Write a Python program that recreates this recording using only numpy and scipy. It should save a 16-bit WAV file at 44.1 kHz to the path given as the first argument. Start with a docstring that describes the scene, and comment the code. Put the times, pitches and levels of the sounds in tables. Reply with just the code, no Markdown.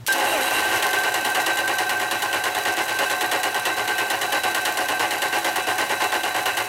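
"""A snap, a screech, then rhythmic grinding and clatter: a big diesel cranks and never fires.
Close by in a workshop, the starter's solenoid throws the pinion into the ring gear, and the pinion
grinds the six-cylinder engine up to speed. On each stroke the flywheel overruns: the teeth clash,
rebound and clatter over a soft low thud. The steel flywheel keeps singing."""
import sys
import numpy as np
from scipy import signal
from scipy.fft import rfft, irfft, next_fast_len
from scipy.io import wavfile
from scipy.ndimage import uniform_filter1d, minimum_filter1d, map_coordinates

SR = 44100
rng = np.random.default_rng(int(sys.argv[2]) if len(sys.argv) > 2 else 0)


def master_out(mix):
    """Clip the mix to full scale and print it as 16-bit PCM to the path in sys.argv[1]."""
    frames = np.transpose(np.atleast_2d(mix))
    ceiling = np.clip(frames, -1, 1)
    pcm = np.round(ceiling * 32767).astype(np.int16)
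    wavfile.write(sys.argv[1], SR, pcm)


N = 294588
TIME_S = np.arange(N) / SR

# broad spectra of room noise, block thud and tooth contacts: freq_hz, density_db
SHOP_SPECTRUM = [(20, -26.5), (110, -5), (1000, -12.5), (15000, -32)]
THUD_SPECTRUM = [(25, -13), (60, 0), (120, 5), (600, -59)]
CLATTER_SPECTRUM = [(60, -42.5), (180, -18), (300, -2.5), (600, -0.5), (900, 1.5), (1280, -6), (1700, -1.5),
                    (2300, -4.5), (3200, -13.5), (5000, -15), (11500, -22.5), (15500, -39)]
SCRAPE_SPECTRUM = [(1000, -10.5), (3000, 3), (4300, 3), (5200, -1), (12000, 2), (15500, -7)]
CLASH_SPECTRUM = [(150, -19.5), (400, -6.5), (850, 5), (1280, -5.5), (1850, 7.5), (2400, -2), (3600, 2.5),
                  (5000, -5), (11500, -3), (15500, -12)]
# resonances of block and bell housing, and of the pinion and its nose: freq_hz, width_hz, lift_db
HOUSING_MODES = [(337, 15, 9.5), (403, 33, 7.5), (551, 27, 8), (645, 71, 3), (744.8, 29.6, 12),
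                 (831.6, 52, 11), (1054, 68, 9.5), (1161, 39, 8), (1434, 72, 6.5), (1550, 140, 8.5),
                 (1895, 85, 7), (2068, 20.4, 10), (2402, 23, 6), (2680, 13, 9.5), (2880, 436, 10.5),
                 (4070, 330, 6.5)]
PINION_MODES = [(6080, 320, 7), (8300, 1500, 2.5), (10880, 640, 0.5)]
# solenoid, pinion and first tooth contacts: start_s, level_db
ENGAGE_SNAPS = [(.0645, -23), (0.073, -18.5), (.079, -24), (0.124, -12), (.129, -28)]
# ring gear rubbed by the spinning pinion: pitch_hz, level_db
SCREECH_TONES = [(1577, -18), (3895, -32), (5265, -38), (6810, -45), (7881, -41)]
# tooth meshing as the first compressions drag the starter: time_s, tooth_rate_hz, groan_db
MESH_CURVE = [(.1, 255.4, -73), (.15, 275.8, -34.5), (.24, 262.4, -34), (.31, 345.7, -49),
              (.34, 337, -24.5), (.39, 261.7, -29), (.44, 264.7, -31), (.5, 280.3, -41), (.7, 413, -68)]
# harmonics of the meshing teeth: tooth_rate_multiple, level_db
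GROAN_HARMONICS = [(1, -7.5), (2, 1.5), (3, -11), (4, -9), (8, -5)]
# teeth sliding under the heaviest load: pitch_hz, half_width_hz, level_db
SQUEAL_MODES = [(2770, 27, -34), (3920, 77, -35.5), (8600, 580, -37.5), (11400, 660, -38)]
# squeals: start_s
SQUEAL_STARTS_S = [0.263, 0.405, 0.52]
# slow first compressions, before the flywheel overruns: start_s, grind_db, thud_db
FIRST_HEAVES = [(.18, -21, 8), (.37, -38, 7), (.53, -24.5, 9)]
# cylinders in compression order: late_s, clatter_db, clatter_hold_s
CYLINDER_TRAITS = [(-.0062, -22, 0.049), (.0009, -23, 0.047), (.002, -24, 0.041), (-.0006, -21.5, 0.049),
                   (-.0003, -23, .047), (0, -25, 0.041)]
# lasting flywheel modes: pitch_hz, half_width_hz, relative_db, common_swell_share
FLYWHEEL_MODES = [(731.3, 9.7, -6, 0.13), (1556, 8.8, -2, 0.86), (2602, 9.1, -11, 0.23),
                  (2660, 5.2, -28, 0.25), (3920, 6.7, -12, 0.12), (3964, 30, -15, 0.31)]
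# common level of the flywheel's ringing: time_s, level_db
RING_CURVE = [(.13, -19), (.2, -48), (.35, -31), (.43, -30), (.72, -24), (1.6, -24.5), (2, -27),
              (4.3, -28.5), (6.68, -34)]
# part of the engine sound added on the right, subtracted on the left: freq_hz, gain_db
RIGHT_LEAN = [(200, -94), (600, -37.5), (2500, -20.5), (6000, -34)]

FRESH_RPM, TIRED_RPM, TIRING_STROKES = 190.69, 176.654, 17.675
FIRST_STROKE_S, STROKES_PER_TURN, STROKE_COUNT = 0.7185, 3, 54
LOAD_START_S, LOAD_ATTACK_S, LOAD_HOLD_S, LOAD_EASE_S = 0.074, 0.0088, 0.57, 0.35
RING_USUAL_DB, RING_TURN_DB, RING_CHANCE_DB, RING_PEAK_S = -30.4, 2.1, 2.5, 0.69
GRIND_DB, GRIND_LOAD_LIFT_DB = -30, 7
SCRAPE_DB, SCRAPE_LOAD_LIFT_DB = -39.5, 8
CLASH_DB, CLASH_SCATTER_DB, CLATTER_SCATTER_DB = -20.3, 4, 1.84
BOUNCE_FLIGHT_S, BOUNCE_DB, BOUNCE_LOSS_DB = 0.0152, -27, 5.5
TOP_HZ = 15800


def amp(db):
    """Decibels to gain."""
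    return 10 ** (np.asarray(db) / 20)


def unit(x):
    """x at rms 1."""
    return x / np.sqrt(np.mean(x ** 2) + 1e-20)


def along(points, hz):
    """Interpolate (freq_hz, value) points on a log axis."""
    freq_hz, values = np.transpose(points)
    return np.interp(np.log(hz + 1), np.log(freq_hz + 1), values)


def curves(rows):
    """One value per sample for each column after time_s."""
    time_s, *columns = np.transpose(rows)
    return [np.interp(TIME_S, time_s, column) for column in columns]


def wobble(rate_hz):
    """Smooth random curve with knots at rate_hz."""
    return map_coordinates(rng.standard_normal(int(N * rate_hz / SR) + 4), [TIME_S * rate_hz])


def filtered(x, response):
    """Zero-phase filter with gain response(hz)."""
    size = next_fast_len(N + SR // 2)
    return irfft(rfft(x, size) * response(np.fft.rfftfreq(size, 1 / SR)), size)[..., :N]


def coloured(x, spectrum, modes=(), size=16384):
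    """Minimum-phase filter of energy 1: a broad spectrum plus ringing resonances."""
    hz = np.fft.rfftfreq(size, 1 / SR)
    lift_db = sum(db / (1 + (2 * (hz - mode_hz) / width_hz) ** 2) for mode_hz, width_hz, db in modes)
    cepstrum = irfft(np.log(amp(along(spectrum, hz) + lift_db)))
    response = irfft(np.exp(rfft(2 * cepstrum[:size // 2], size)))
    return signal.fftconvolve(x, response / np.linalg.norm(response))[:N]


def bursts(starts_s, levels_db, rise_s, hold_s, t60_s):
    """Envelope that rises, holds and dies after each start; overlaps add in power."""
    t = np.arange(SR // 4) / SR
    shape = (1 - np.exp(-t / rise_s)) * amp(-60 * np.maximum(t - hold_s, 0) / t60_s)
    starts = np.round(np.asarray(starts_s) * SR).astype(int)
    power = np.bincount(starts, np.ones(len(starts)) * amp(levels_db) ** 2, N)
    return np.sqrt(np.abs(signal.fftconvolve(power, shape ** 2)[:N]))


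def singing(pitch_hz, half_width_hz):
    """A continuously fed mode, wavering in phase and strength around rms 1."""
    noise = rng.standard_normal(N)
    mode = unit(filtered(noise, lambda hz: 1 / (1 + ((hz - pitch_hz) / half_width_hz) ** 2)))
    return mode / np.sqrt(np.abs(uniform_filter1d(mode ** 2, size=3000)) + .03)


def tail(x, t60_s):
    """x through dense modes of equal decay, at unit energy gain."""
    t = np.arange(SR // 2) / SR
    modes = rng.standard_normal(len(t)) * amp(-60 * t / t60_s)
    return signal.fftconvolve(x, modes / np.linalg.norm(modes))[:N]


def stroke_times():
    """Compressions slow as the battery tires; each cylinder has its own timing offset."""
    stroke = np.arange(STROKE_COUNT)
    rpm = TIRED_RPM + (FRESH_RPM - TIRED_RPM) * np.exp(-stroke / TIRING_STROKES)
    gaps_s = 60 / (rpm * STROKES_PER_TURN)
    late_s = np.resize(np.transpose(CYLINDER_TRAITS)[0], STROKE_COUNT)
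    return FIRST_STROKE_S + np.cumsum(gaps_s) - gaps_s + late_s


def bite():
    """Ramp from 0 to 1 as the pinion takes up load."""
    return np.clip((TIME_S - LOAD_START_S) / LOAD_ATTACK_S, 0, 1)


def load():
    """Share of full starter load: bites, holds, eases as the flywheel takes over."""
    return bite() * np.exp(-np.maximum(TIME_S - LOAD_START_S - LOAD_HOLD_S, 0) / LOAD_EASE_S)


def contact(dip):
    """Tooth grip dips just before each clash as the flywheel runs ahead of the pinion."""
    return 1 - dip * bursts(stroke_times() - .016, 0, rise_s=.0074, hold_s=.0347, t60_s=.01)


def teeth(scatter_teeth, uneven_db, t60_s, rub):
    """One short scuff per meshing tooth, early or late, over steady rubbing."""
    passed = np.cumsum(curves(MESH_CURVE)[0]) / SR
    tooth = np.arange(1, int(passed[-1]))
    late, harder = rng.standard_normal((4096, 2))[:len(tooth)].T
    starts_s = np.interp(tooth + scatter_teeth * late, passed, TIME_S)
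    scuffs = unit(bursts(starts_s, uneven_db * harder, rise_s=.00005, hold_s=0, t60_s=t60_s))
    return unit((scuffs + rub) * rng.standard_normal(N))


def shop_noise():
    """Low, steady noise of the workshop."""
    return amp(-48.5) * coloured(rng.standard_normal(N), SHOP_SPECTRUM)


def wall_echo(x):
    """Cluttered walls return a short diffuse tail, one per side."""
    walls = np.array([tail(x, t60_s=.11) for side in range(2)])
    return amp(-26) * filtered(walls, lambda hz: 1 / (1 + (hz / 10000) ** 8))


def compression():
    """Trapped air in each cylinder shoves the block: a soft thud and a short boom of the stand."""
    heave_s, _, heave_db = np.transpose(FIRST_HEAVES)
    push = bursts(stroke_times() + .012, 0, rise_s=.0037, hold_s=.057, t60_s=.26)
    lurch = bursts(heave_s, heave_db, rise_s=.051, hold_s=.24, t60_s=.1)
    thud = amp(-58) * (push + lurch) * coloured(rng.standard_normal(N), THUD_SPECTRUM)
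    boom = amp(-52) * push * singing(pitch_hz=111.5, half_width_hz=5)
    return thud + boom


def engagement():
    """The solenoid buzzes and snaps; the pinion screeches on the ring gear until it drops in."""
    hum = unit(np.sin(2 * np.pi * 118 * TIME_S))
    buzz = hum * bursts([0], -39, rise_s=.00099, hold_s=.039, t60_s=.017)
    snap_s, snap_db = np.transpose(ENGAGE_SNAPS)
    impacts = bursts(snap_s, snap_db, rise_s=.0001, hold_s=.0015, t60_s=.043)
    snaps = coloured(impacts * rng.standard_normal(N), SCRAPE_SPECTRUM, PINION_MODES)
    warped_s = np.cumsum(1 + .0062 * wobble(213)) / SR
    tones = sum(amp(db) * np.sqrt(2) * np.sin(2 * np.pi * hz * warped_s) for hz, db in SCREECH_TONES)
    screech = tones * bursts([.084], 1.5, rise_s=.0046, hold_s=.042, t60_s=.045)
    return buzz + snaps + screech


def mesh_whine():
    """Loaded teeth groan, mostly at twice their rate, squeal and rasp; the housing hums along."""
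    tooth_hz, groan_db = curves(MESH_CURVE)
    phase = 2 * np.pi * np.cumsum(tooth_hz * (1 + .008 * wobble(150))) / SR
    harmonics = unit(sum(amp(db) * np.sin(round(k) * phase) for k, db in GROAN_HARMONICS))
    groan = amp(groan_db + wobble(56)) * harmonics
    sliding = bursts(SQUEAL_STARTS_S, 0, rise_s=.0096, hold_s=.084, t60_s=.079)
    squeal = sliding * sum(amp(db) * singing(hz, half_hz) for hz, half_hz, db in SQUEAL_MODES)
    rasp = amp(-35) * load() * singing(pitch_hz=2850, half_width_hz=390)
    strain = bursts([.16], -30, rise_s=.014, hold_s=.46, t60_s=.3)
    housing_hum = strain * singing(pitch_hz=834, half_width_hz=13)
    return groan + squeal + rasp + housing_hum


def flywheel():
    """The steel disc rings on, swells once a turn, slowly fades, and sags when the teeth part."""
    stroke_turns = np.arange(STROKE_COUNT) / STROKES_PER_TURN
    turns = np.interp(TIME_S - RING_PEAK_S + FIRST_STROKE_S, stroke_times(), stroke_turns)
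    swing_db = RING_TURN_DB * np.cos(2 * np.pi * turns) + RING_CHANCE_DB * np.tanh(wobble(7))
    common_db = curves(RING_CURVE)[0] + np.minimum(TIME_S / FIRST_STROKE_S, 1) ** 2 * swing_db
    ring = np.zeros(N)
    for pitch_hz, half_width_hz, relative_db, share in FLYWHEEL_MODES:
        # part common swell, part the mode's own flare
        swell_db = share * (common_db - RING_USUAL_DB) + (1 - share) * 3 * wobble(9)
        ring += amp(RING_USUAL_DB + relative_db + swell_db) * singing(pitch_hz, half_width_hz)
    engaged_s = ENGAGE_SNAPS[-1][0]
    turning = np.clip((TIME_S - engaged_s) / .02, 0, 1)
    return turning * contact(dip=.39) * ring


def jangle(x):
    """Thin steel parts add dense, short rings to the treble of x."""
    treble = filtered(x, lambda hz: hz ** 4 / (hz ** 4 + 3500 ** 4))
    return x + .36 * tail(treble, t60_s=.045)


def clatter(clatter_db):
    """The pinion rattles in its backlash on each stroke."""
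    starts_s = stroke_times() + .0019
    power = np.zeros(N)
    for cylinder, (_, _, hold_s) in enumerate(CYLINDER_TRAITS):
        own = slice(cylinder, None, len(CYLINDER_TRAITS))
        power += bursts(starts_s[own], clatter_db[own], rise_s=.0021, hold_s=hold_s, t60_s=.11) ** 2
    scuffs = teeth(scatter_teeth=.3, uneven_db=2, t60_s=.0081, rub=.45)
    return coloured(np.sqrt(power) * scuffs, CLATTER_SPECTRUM, HOUSING_MODES)


def grind(grip):
    """Driving teeth grind through the housing, hardest in the first heaves."""
    heave_s, heave_db, _ = np.transpose(FIRST_HEAVES)
    heaves = bursts(heave_s, heave_db, rise_s=.011, hold_s=.075, t60_s=.14)
    force = np.hypot(amp(GRIND_DB + GRIND_LOAD_LIFT_DB * load()), heaves)
    scuffs = teeth(scatter_teeth=.2, uneven_db=2, t60_s=.015, rub=.42)
    return coloured(grip * force * scuffs, CLATTER_SPECTRUM, HOUSING_MODES)


def scrape(grip, clatter_db):
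    """Sliding teeth excite the bright pinion modes, under load and with each clatter."""
    driven = grip * amp(SCRAPE_DB + SCRAPE_LOAD_LIFT_DB * load())
    slips = bursts(stroke_times() + .025, clatter_db - 23.5, rise_s=.0043, hold_s=.063, t60_s=.094)
    scuffs = teeth(scatter_teeth=.35, uneven_db=6, t60_s=.018, rub=1)
    return coloured((driven + slips) * scuffs, SCRAPE_SPECTRUM, PINION_MODES)


def gears():
    """The pinion drives the ring gear; clatter varies by cylinder and by chance."""
    cylinder_db = np.resize(np.transpose(CYLINDER_TRAITS)[1], STROKE_COUNT)
    clatter_db = cylinder_db + CLATTER_SCATTER_DB * rng.standard_normal(STROKE_COUNT)
    grip = bite() * contact(dip=.22)
    return clatter(clatter_db) + grind(grip) + scrape(grip, clatter_db)


def clashes():
    """The flywheel overruns the pinion: each clash swells in briefly, hits, then bounces twice."""
    stroke_s = stroke_times()
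    force, late, harder = rng.standard_normal((STROKE_COUNT, 3)).T
    clash_db = CLASH_DB + CLASH_SCATTER_DB * force
    lead_in = bursts(stroke_s - .004, clash_db - 10, rise_s=.004, hold_s=.004, t60_s=.02)
    hit = bursts(stroke_s, clash_db, rise_s=.00044, hold_s=.0031, t60_s=.065)
    flight_s = BOUNCE_FLIGHT_S + .0015 * late
    first_db = BOUNCE_DB + 2 * harder
    bounce_s = np.r_[stroke_s + flight_s, stroke_s + 2 * flight_s]
    bounce_db = np.r_[first_db, first_db - BOUNCE_LOSS_DB]
    bounces = bursts(bounce_s, bounce_db, rise_s=.001, hold_s=.005, t60_s=.05)
    blows = np.sqrt(lead_in ** 2 + hit ** 2 + bounces ** 2)
    scuffs = teeth(scatter_teeth=.32, uneven_db=-1.5, t60_s=.011, rub=.98)
    return coloured(blows * scuffs, CLASH_SPECTRUM, HOUSING_MODES + PINION_MODES)


def scene():
    """The engine just right of centre, between walls, over the shop noise."""
    engine = jangle(gears() + clashes()) + flywheel() + mesh_whine() + engagement() + compression()
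    lean = filtered(engine, lambda hz: amp(along(RIGHT_LEAN, hz)))
    return shop_noise() + wall_echo(engine) + engine + np.array([-lean, lean])


def record(dry):
    """Peak limiter, then a sharp low-pass at TOP_HZ."""
    ceiling = .28
    needed_gain = np.minimum(1, ceiling / (np.abs(dry).max(axis=0) + 1e-9))
    gain = uniform_filter1d(minimum_filter1d(needed_gain, size=120), size=120)
    return filtered(dry * gain, lambda hz: hz < TOP_HZ)


dry = scene()
out = record(dry)
master_out(out)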